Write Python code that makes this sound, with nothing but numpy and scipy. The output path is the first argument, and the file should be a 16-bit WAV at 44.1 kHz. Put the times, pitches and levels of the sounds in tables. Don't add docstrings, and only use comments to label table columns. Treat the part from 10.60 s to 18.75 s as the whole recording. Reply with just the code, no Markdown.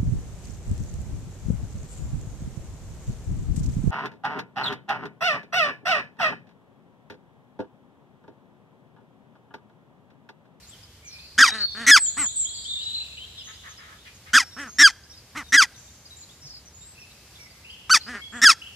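import sys
import numpy as np
from scipy import signal
from scipy.fft import rfft, irfft, next_fast_len
from scipy.io import wavfile
from scipy.ndimage import uniform_filter1d, minimum_filter1d, map_coordinates

SR = 44100
rng = np.random.default_rng(int(sys.argv[2]) if len(sys.argv) > 2 else 0)


def transcribe(signal):
    frames = np.atleast_2d(signal).T
    limited = np.clip(frames, -1, 1)
    pcm = np.round(limited * 32767).astype(np.int16)
    wavfile.write(sys.argv[1], SR, pcm)


N = 359415

# frequency_hz, gain_db
AIR_SPECTRUM = [(15, -72), (25, -34.5), (50, -10.5), (69, -0.5), (150, -10.5), (301, -18), (856, -20),
                (1310, -21), (2180, -19.5), (3440, -21), (4870, -17.5), (6200, -22), (7090, -23),
                (8100, -25.5), (15000, -30.5)]
# frequency_hz, side_over_mid_db
AIR_WIDTH = [(300, -51), (700, -19.5), (1300, -12.5), (2400, -5), (8000, 2.0)]
# start_s, length_s, middle_hz, glide_octaves, relative_level_db, buzz_0_to_1,
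# echo_send_db
SONG_NOTES = [ (0.068, .052, 7330, 0.35, -56, 0.2, -25), (.103, 0.067, 3270, -0.31, -59.5, 0.52, 6),
              (0.408, 0.28, 2450, 0.25, -60, .6, -7), (0.442, 0.13, 5730, -0.56, -52.5, 0.97, -12),
              (0.461, 0.22, 4430, 0.12, -59, 0.95, 9.5), (0.816, .13, 3810, .03, -36, 0.23, -3),
              (.93, 0.1, 4446, .08, -41, 1, 1), (1.001, 0.058, 4402, 0, -29.5, 0.2, -2.5),
              (1.052, .27, 3560, 0, -47, 0, -13), (1.932, 0.072, 4250, -.3, -47.5, 1, 9),
              (2.073, 0.15, 3616, -0.0065, -36, 0.28, -9), (2.192, .258, 3980, 0.1, -38, .55, -5.5),
              (2.14, 0.49, 2783, -.2, -54, 0.98, -2), (2.571, 0.09, 3050, 0.16, -48.5, .6, 2),
              (2.767, .06, 3410, -.4, -46.5, 1, 4.5), (2.835, 0.09, 6530, .18, -53, 1, 0),
              (3.797, .25, 5520, -0.02, -55.5, 0.08, -4), (4.066, 0.13, 6490, 0.041, -53.5, 0.2, -4),
              (4.485, 0.13, 5180, -0.24, -56.5, 0.88, -12), (4.835, 0.067, 3750, -.1, -59, 0, -11),
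              (5.159, 0.044, 6690, 0.27, -57.5, 1, 12), (5.503, 0.043, 3870, -0.015, -52.5, .13, -5),
              (5.558, .084, 7140, -.12, -53.5, .5, 0), (5.804, .2, 5054, -0.18, -51.5, 1, -20.5),
              (6.118, 0.23, 7290, 0.24, -56, 0.09, -20.5), (6.343, 0.13, 2600, -0.014, -59, 0.53, 1.5),
              (6.774, 0.112, 2180, -0.25, -60, 0.27, 4.5), (6.792, 0.088, 5550, -0.25, -57, 0.7, -19.5),
              (7.037, 0.12, 2916, 0.32, -53, 0.77, 7), (7.381, 0.12, 4600, 0.27, -50.5, 0.9, -2.5),
              (7.56, .083, 2200, -0.011, -55.5, 0.14, 2), (7.613, 0.072, 3330, 0, -46.5, 0.1, 1),
              (7.711, .096, 7200, 0.034, -53, 0.9, -18), (8.01, .11, 2975, 0.12, -50.5, 1, 5.5)]
# start_s, until_s, spacing_s, step_db, length_s, middle_hz,
# glide_octaves, relative_level_db, buzz_0_to_1, echo_send_db
SONG_PHRASES = [ (1.386, 1.85, .183, -1, .118, 7448, -.27, -28.5, .25, -5),
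                (1.453, 2.13, .197, 3, 0.066, 3660, 0.474, -50.5, .7, 6.5)]
# start_s, rasp_s, whistle_s, slide_s, chop_hz, throat_tuning_ratio, rasp_hz, whistle_hz,
# scoop_octaves, bend_exponent (1 falls evenly, 2 hangs on first), level_db, after_break_db,
# rasp_treble_db, whistle_treble_db, slide_treble_db
GOOSE_YELPS = [ (.779, 0.041, .012, 0.078, 270.8, 0.95, 1760, 1666, 0.21, 1.2, -8, -6.5, -6.5, -5, 2.5),
               (1.265, 0.044, 0.049, 0.037, 284.4, 0.98, 2013, 1753, 0.011, 1.26, -7.5, -2, 0.5, 1, 0.5),
               (3.732, .037, 0.0067, 0.064, 265.8, 0.99, 1681, 1624, .2, 0.97, -8.5, -6.5, -4, -2.5, 1.5),
               (4.185, 0.045, 0.038, 0.044, 296.2, .93, 1864, 1698, 0.033, 1.12, -8.5, -7.5, -0.5, -0.5, 5),
               (4.922, 0.043, .036, 0.058, 285.6, 0.98, 1974, 1695, .18, 1.5, -10.5, -6.5, -5.5, -3.5, 1),
               (7.295, 0.0092, .027, 0.049, 247.6, 0.98, 1513, 1607, 0.52, 1.8, -11, 1.5, -22, 2.5, 6.5),
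               (7.816, .032, 0.03, 0.063, 272.1, 0.97, 1907, 1737, .18, 2.25, -9, -1.5, 1.5, 1.5, 7)]
# frequency_hz, gain_db
THROAT_RASPING = [(600, -41), (1100, -13.5), (1550, 1.5), (2000, -3), (2600, -13.5), (3400, -6.5),
                  (4300, -16), (5200, -9), (5900, -3), (7000, -8), (9000, -19), (14000, -32.5)]
THROAT_WHISTLING = [(700, -1.5), (1050, -9), (1400, -1), (1900, 2), (2600, -3.5), (3050, -18.5), (3450, -3),
                    (4000, -16), (4900, -1.5), (5400, -5), (6500, -11), (8000, -19.5), (10000, -22),
                    (14000, -40.5)]
# frequency_hz, gain_db
MELLOW_BILL = [(130, -43.5), (240, 5), (330, -3), (520, -9.5), (900, -9.5), (1300, -4.5), (1750, 6),
               (2350, -9.5), (3200, -10.5), (4300, -23.5), (6000, -18), (9000, -23.5), (14000, -38)]
SHARP_BILL = [(140, 1), (300, -4), (600, -20), (900, -9.5), (1500, -1), (1800, -16), (2130, 4),
              (2450, -7.5), (3100, -10), (3650, -20), (4100, -9.5), (4800, -25.5), (6000, -14),
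              (14000, -31)]
# start_s, length_s, rise_s, top_hz, level_db, treble_db, bill_spectrum
GOOSE_GRUNTS = [ (0.912, .15, 0.037, 223, -33, 5, MELLOW_BILL),
                (1.145, 0.15, 0.069, 234.4, -34, 3, MELLOW_BILL),
                (1.566, 0.099, .03, 305, -28.5, -0.5, SHARP_BILL),
                (3.962, 0.14, 0.044, 295.7, -33, 2.5, MELLOW_BILL),
                (4.748, .088, 0.031, 310.6, -31.5, -1.5, SHARP_BILL),
                (7.461, 0.14, 0.046, 253.6, -35, 1.5, MELLOW_BILL),
                (7.535, 0.073, 0.016, 207.3, -35, -1.5, MELLOW_BILL),
                (7.72, 0.11, 0.053, 250, -36, -6, MELLOW_BILL)]
# start_s, length_s, centre_hz, relative_level_db
HOARSE_CALLS = [(2.866, 0.042, 1630, -52.5), (3.031, 0.052, 1630, -50.5), (3.174, 0.075, 1740, -55),
                (3.247, 0.096, 1550, -56.5), (3.442, 0.036, 2415, -51.5), (3.652, 0.044, 1975, -54)]
# ratio_to_centre, gain_db
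HOARSE_BILL = [(1 / 3, -30), (.64, -3), (1.14, 0), (2, -14), (5, -35)]

AIR_DB = -49.7
NOTE_ARCH_OCTAVES = .015
TWITTER_PER_S, TWITTER_LOW_HZ, TWITTER_HIGH_HZ = 6, 3320, 7000
PIPE_HZ, PIPE_REFLECTION = 647, .15
SCOOP_S, CLEARING_S, BREAK_S, BREAK_HZ, BROKEN_HZ, LAST_HZ = .01, .011, .0097, 1519, 1351, 746
ATTACK_DB, ATTACK_S, RELEASE_DB, RELEASE_S = -14.5, .0082, -8.5, .006
RASP_DB, CLEARING_DB, WHISTLE_SWELL_DB, DROP_S, FADE_DB_PER_OCTAVE = -3, -2, 3, .0043, 21.5
SHUDDER_PER_S, SHUDDER_OCTAVES, SHUDDER_DB, SHUDDER_TREBLE_DB, SHUDDER_SHARE = 140, .03, 4, -1.5, .41
PURE_HZ, PURE_WIDTH_HZ, PURE_TREBLE_DB = 1400, 40, -10.5
FRAY, FRAY_PER_OCTAVE = .19, .2
GRUNT_FIRST_HZ, GRUNT_LAST_HZ, GRUNT_FIRST_DB, GRUNT_LAST_DB = 194.7, 172.3, -10, -16.5
LAWN_T60_S, HIGH_CUT_HZ = .7, 14200


def undb(db):
    return 10 ** (np.asarray(db) / 20)


def unit(x):
    return x / np.sqrt(np.mean(x ** 2) + 1e-20)


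def gain_at(spectrum, hz):
    points_hz, db = np.transpose(spectrum)
    return undb(np.interp(np.log(hz + 1), np.log(points_hz), db))


def colour(x, spectrum):
    size = next_fast_len(len(x) + 4096)
    cepstrum = irfft(np.log(gain_at(spectrum, np.fft.rfftfreq(size, 1 / SR))), size)
    cepstrum[1:size // 2] *= 2
    cepstrum[size // 2 + 1:] = 0
    return irfft(rfft(x, size) * np.exp(rfft(cepstrum)), size)[:len(x)]


def wander(count, rate):
    place = np.arange(count) / SR * rate
    return map_coordinates(rng.standard_normal(4096), [place], order=3, mode="wrap")


def add(track, start_s, sound):
    i = max(int(start_s * SR), 0)
    track[i:i + len(sound)] += sound[:max(N - i, 0)]


def echo(x, t60_s):
    t = np.arange(2 * SR) / SR
    tail = rng.standard_normal(len(t)) * np.exp(-np.log(1000) * t / t60_s)
    return signal.fftconvolve(x, tail / np.sqrt(np.sum(tail ** 2)))[:N]


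def outdoors():
    mid, side = (colour(rng.standard_normal(N), AIR_SPECTRUM) for _ in range(2))
    air = (mid + np.array([[1], [-1]]) * colour(side, AIR_WIDTH)) / np.std(mid)
    rumble = signal.sosfilt(signal.butter(1, 700, fs=SR, output="sos"), air)
    leaves = (air - rumble) * undb(-6 + 1.3 * wander(N, 3) + .9 * wander(N, 14))
    return (rumble + leaves) * undb(AIR_DB)


def songbirds():
    direct, send = np.zeros((2, N)), np.zeros(N)
    for start, length, middle_hz, glide, db, buzz, echo_db in SONG_NOTES + phrases() + twitter():
        count = int(length * SR)
        progress = np.linspace(-.5, .5, count)
        hz = middle_hz * 2 ** (glide * progress - NOTE_ARCH_OCTAVES * (2 * progress) ** 2)
        hz *= 1 + .06 * buzz * wander(count, 300)
        flutter = undb((1.2 + 3 * buzz) * wander(count, 90))
        swell = np.sqrt(2) * undb(db) * unit(signal.windows.tukey(count, .3) * flutter)
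        phase = 2 * np.pi * np.cumsum(hz) / SR
        for ear, lag in enumerate([0, rng.uniform(2.0, 2.47)]):
            add(direct[ear], start, swell * np.sin(phase + lag))
        add(send, start, swell * undb(echo_db) * np.sin(phase))
    foliage_blur = np.array([echo(ear, t60_s=.15) for ear in direct])
    long_echo = np.array([echo(send, t60_s=2.2) for _ in range(2)])
    return undb(4) * direct + foliage_blur + long_echo


def twitter():
    notes, echo_db = [], -10
    chance = rng.random((int(TWITTER_PER_S * N / SR), 6))
    for k, (when, length, pitch, glide, loud, buzz) in enumerate(chance):
        start_s, length_s = (k + when) / TWITTER_PER_S, .035 * (.5 + length)
        hz = TWITTER_LOW_HZ * (TWITTER_HIGH_HZ / TWITTER_LOW_HZ) ** pitch
        glide_octaves = .31 * (2 * glide - 1)
        db = -57.5 + 3.5 * (2 * loud - 1)
        notes.append((start_s, length_s, hz, glide_octaves, db, buzz, echo_db))
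    return notes


def phrases():
    return [(start, length, hz, glide, db + k * step_db, buzz, echo_db)
            for first, until, spacing, step_db, length, hz, glide, db, buzz, echo_db in SONG_PHRASES
            for k, start in enumerate(np.arange(first, until, spacing))]


def windpipe(hz):
    lag = np.exp(-1j * np.pi * (hz / 2300) ** 2)
    return lag / (1 - PIPE_REFLECTION * np.exp(-2j * np.pi * hz / PIPE_HZ))


def throat(spectrum, tuning, treble_db, hz):
    return gain_at(spectrum, hz / tuning) * undb(treble_db / (1 + (3000 / hz) ** 4))


def voiced(x, spectrum):
    size = next_fast_len(2 * len(x))
    piped = irfft(rfft(x, size) * windpipe(np.fft.rfftfreq(size, 1 / SR)), size)[:len(x)]
    return unit(colour(piped, spectrum))


def membrane(cycles, hz, spectrum, tuning, treble_db, count=18):
    k = np.arange(1, count + 1)[:, None]
    weights = throat(spectrum, tuning, treble_db, k * hz) * windpipe(k * hz / tuning) * (k * hz < SR / 2)
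    tone = np.sum(weights * np.exp(2j * np.pi * k * cycles), axis=0).real
    return tone / np.sqrt(np.sum(abs(weights) ** 2, axis=0) / 2)


def pulses(cycles):
    samples = np.arange(len(cycles))
    click_at = np.interp(np.arange(np.ceil(cycles[-1])), cycles, samples)
    strengths = undb(1.3 * rng.standard_normal(len(click_at)))
    return strengths @ np.sinc(samples - click_at[:, None] - 4)


def yelp_effort(rasp_s, whistle_s, slide_s, rasp_hz, whistle_hz, scoop, bend, level_db, after_break_db,
                rasp_treble_db, whistle_treble_db, slide_treble_db):
    t = np.arange(int((rasp_s + whistle_s + slide_s) * SR)) / SR
    ramp = lambda start_s, length_s: np.clip((t - start_s) / length_s, 0, 1)
    break_at = rasp_s + whistle_s
    rasping = 1 - ramp(rasp_s - CLEARING_S / 2, CLEARING_S)
    broken = ramp(break_at + BREAK_S, DROP_S)
    whistling = 1 - rasping - broken
    slid_octaves = np.log2(BROKEN_HZ / LAST_HZ) * ramp(break_at, slide_s) ** bend
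    depth = SHUDDER_SHARE + (1 - SHUDDER_SHARE) * broken
    pitch_shudder, level_shudder, tone_shudder = (depth * wander(len(t), SHUDDER_PER_S) for _ in range(3))

    sag_hz = (whistle_hz - BREAK_HZ) * ramp(rasp_s, whistle_s) ** 1.6
    step_hz = (BREAK_HZ - BROKEN_HZ) * ramp(break_at, BREAK_S)
    clear_hz = (whistle_hz - sag_hz - step_hz) * 2 ** -slid_octaves
    detune_octaves = SHUDDER_OCTAVES * pitch_shudder - scoop * np.exp(-t / SCOOP_S)
    hz = (rasping * rasp_hz + (1 - rasping) * clear_hz) * 2 ** detune_octaves

    edges_db = ATTACK_DB * np.exp(-t / ATTACK_S) + RELEASE_DB * np.exp((t - t[-1]) / RELEASE_S)
    rasp_db = RASP_DB * rasping + CLEARING_DB * np.exp(-((t - rasp_s) / CLEARING_S) ** 2)
    swell_db = WHISTLE_SWELL_DB * (np.sin(np.pi * ramp(rasp_s, whistle_s + BREAK_S)) - .5) * whistling
    slide_db = after_break_db * broken - FADE_DB_PER_OCTAVE * slid_octaves
    db = level_db + edges_db + rasp_db + swell_db + slide_db + SHUDDER_DB * level_shudder

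    pure_db = PURE_TREBLE_DB * np.exp(-((clear_hz - PURE_HZ) / PURE_WIDTH_HZ) ** 2)
    treble_db = rasping * rasp_treble_db + whistling * whistle_treble_db + broken * slide_treble_db
    treble_db += pure_db + SHUDDER_TREBLE_DB * tone_shudder
    rasp = np.clip(rasping + FRAY * broken + FRAY_PER_OCTAVE * slid_octaves, 0, 1)
    return t, hz, db, rasp, treble_db


def yelp(chop_hz, tuning, effort):
    t, hz, db, rasp, treble_db = effort
    count = len(t)
    slack = np.clip((1520 - hz) / 400, 0, 1)
    hz = uniform_filter1d(hz, size=130)
    jitter = (.004 + .011 * slack + .016 * rasp) * wander(count, 1500)
    cycles = np.cumsum(hz * (1 + jitter)) / SR
    shimmer = undb((.3 + 1.3 * slack) * wander(count, 500))
    whistle = membrane(cycles, hz, THROAT_WHISTLING, tuning, treble_db) * shimmer
    chops = np.cumsum(chop_hz * (1 - .45 * np.exp(-t / .008)) * (1 + .015 * wander(count, 250))) / SR
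    opened, chop_phase = np.searchsorted(chops, np.floor(chops)), chops % 1
    gate = unit((1 - np.exp(-chop_phase / .89)) * np.exp(-chop_phase / .62) * (1 - chop_phase ** 8))
    burst = gate * membrane(cycles - cycles[opened], hz, THROAT_RASPING, tuning, treble_db)
    slaps = undb(-7) * voiced(pulses(chops), THROAT_RASPING)
    thump = undb(-18) * np.sin(2 * np.pi * chops)
    hiss = voiced(rng.standard_normal(count), THROAT_RASPING)
    hiss *= undb(-30) + undb(-14) * rasp * gate + undb(-13) * slack
    voice = (rasp * (burst + slaps + thump) + (1 - rasp) * whistle) / np.hypot(rasp, 1 - rasp)
    fades = np.clip(np.minimum(t / .00025, (t[-1] - t) / .002), 0, 1)
    return (voice + hiss) * undb(db) * fades


def grunt_effort(length_s, rise_s, top_hz, peak_db):
    t = np.arange(int(length_s * SR)) / SR
    ease = np.interp(t, [0, rise_s, length_s], [1, 0, 1])
    rest_hz = np.where(t < rise_s, GRUNT_FIRST_HZ, GRUNT_LAST_HZ)
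    rest_db = np.where(t < rise_s, GRUNT_FIRST_DB, GRUNT_LAST_DB)
    wobble = wander(len(t), rate=70)
    hz = (top_hz + (rest_hz - top_hz) * ease ** 1.6) * 2 ** (.025 * wobble)
    return t, hz, peak_db + rest_db * ease ** 1.38 + wobble


def grunt(bill, treble_db, effort):
    t, hz, db = effort
    hz = uniform_filter1d(hz, size=600)
    cycles = np.cumsum(hz * (1 + .011 * wander(len(t), 250))) / SR
    opening = (hz / hz.max()) ** .7
    treble_db = treble_db + 30 * (opening - 1)
    buzz = membrane(cycles, hz, bill, opening, treble_db, count=48) * undb(1.2 * wander(len(t), 150))
    puffs = np.exp(-(cycles % 1) / .35) * rng.standard_normal(len(t))
    breath = undb(-13) * voiced(puffs, bill)
    return (buzz + breath) * undb(db) * signal.windows.tukey(len(t), .06)


def geese():
    out = np.zeros(N)
    for start, rasp_s, whistle_s, slide_s, chop_hz, tuning, *voice in GOOSE_YELPS:
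        add(out, start, yelp(chop_hz, tuning, yelp_effort(rasp_s, whistle_s, slide_s, *voice)))
    for start, length_s, rise_s, top_hz, db, treble_db, bill in GOOSE_GRUNTS:
        add(out, start, grunt(bill, treble_db, grunt_effort(length_s, rise_s, top_hz, db)))
    scatter = undb(-12) * echo(out, t60_s=.05)
    return out + scatter + undb(-36) * echo(out, t60_s=LAWN_T60_S)


def far_calls():
    out = np.zeros(N)
    for start, length, centre_hz, db in HOARSE_CALLS:
        breath = rng.standard_normal(int(length * SR))
        bill = [(centre_hz * ratio, gain_db) for ratio, gain_db in HOARSE_BILL]
        add(out, start, undb(db + 7.5) * voiced(breath, bill) * signal.windows.tukey(len(breath), .3))
    return np.array([echo(out, t60_s=.24) for _ in range(2)])


def soft_thud():
    out, t = np.zeros(N), np.arange(int(.06 * SR)) / SR
    add(out, start_s=5.83, sound=undb(-46) * np.sin(2 * np.pi * 142 * t) * np.hanning(len(t)))
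    return out


def scene():
    return outdoors() + songbirds() + geese() + far_calls() + soft_thud()


def record(dry):
    allowed = 1 / np.maximum(np.max(abs(dry), axis=0), 1)
    gain = uniform_filter1d(minimum_filter1d(allowed, size=221), size=221)
    return signal.sosfilt(signal.ellip(8, .2, 70, HIGH_CUT_HZ, fs=SR, output="sos"), dry * gain)


dry = scene()
out = record(dry)
transcribe(out)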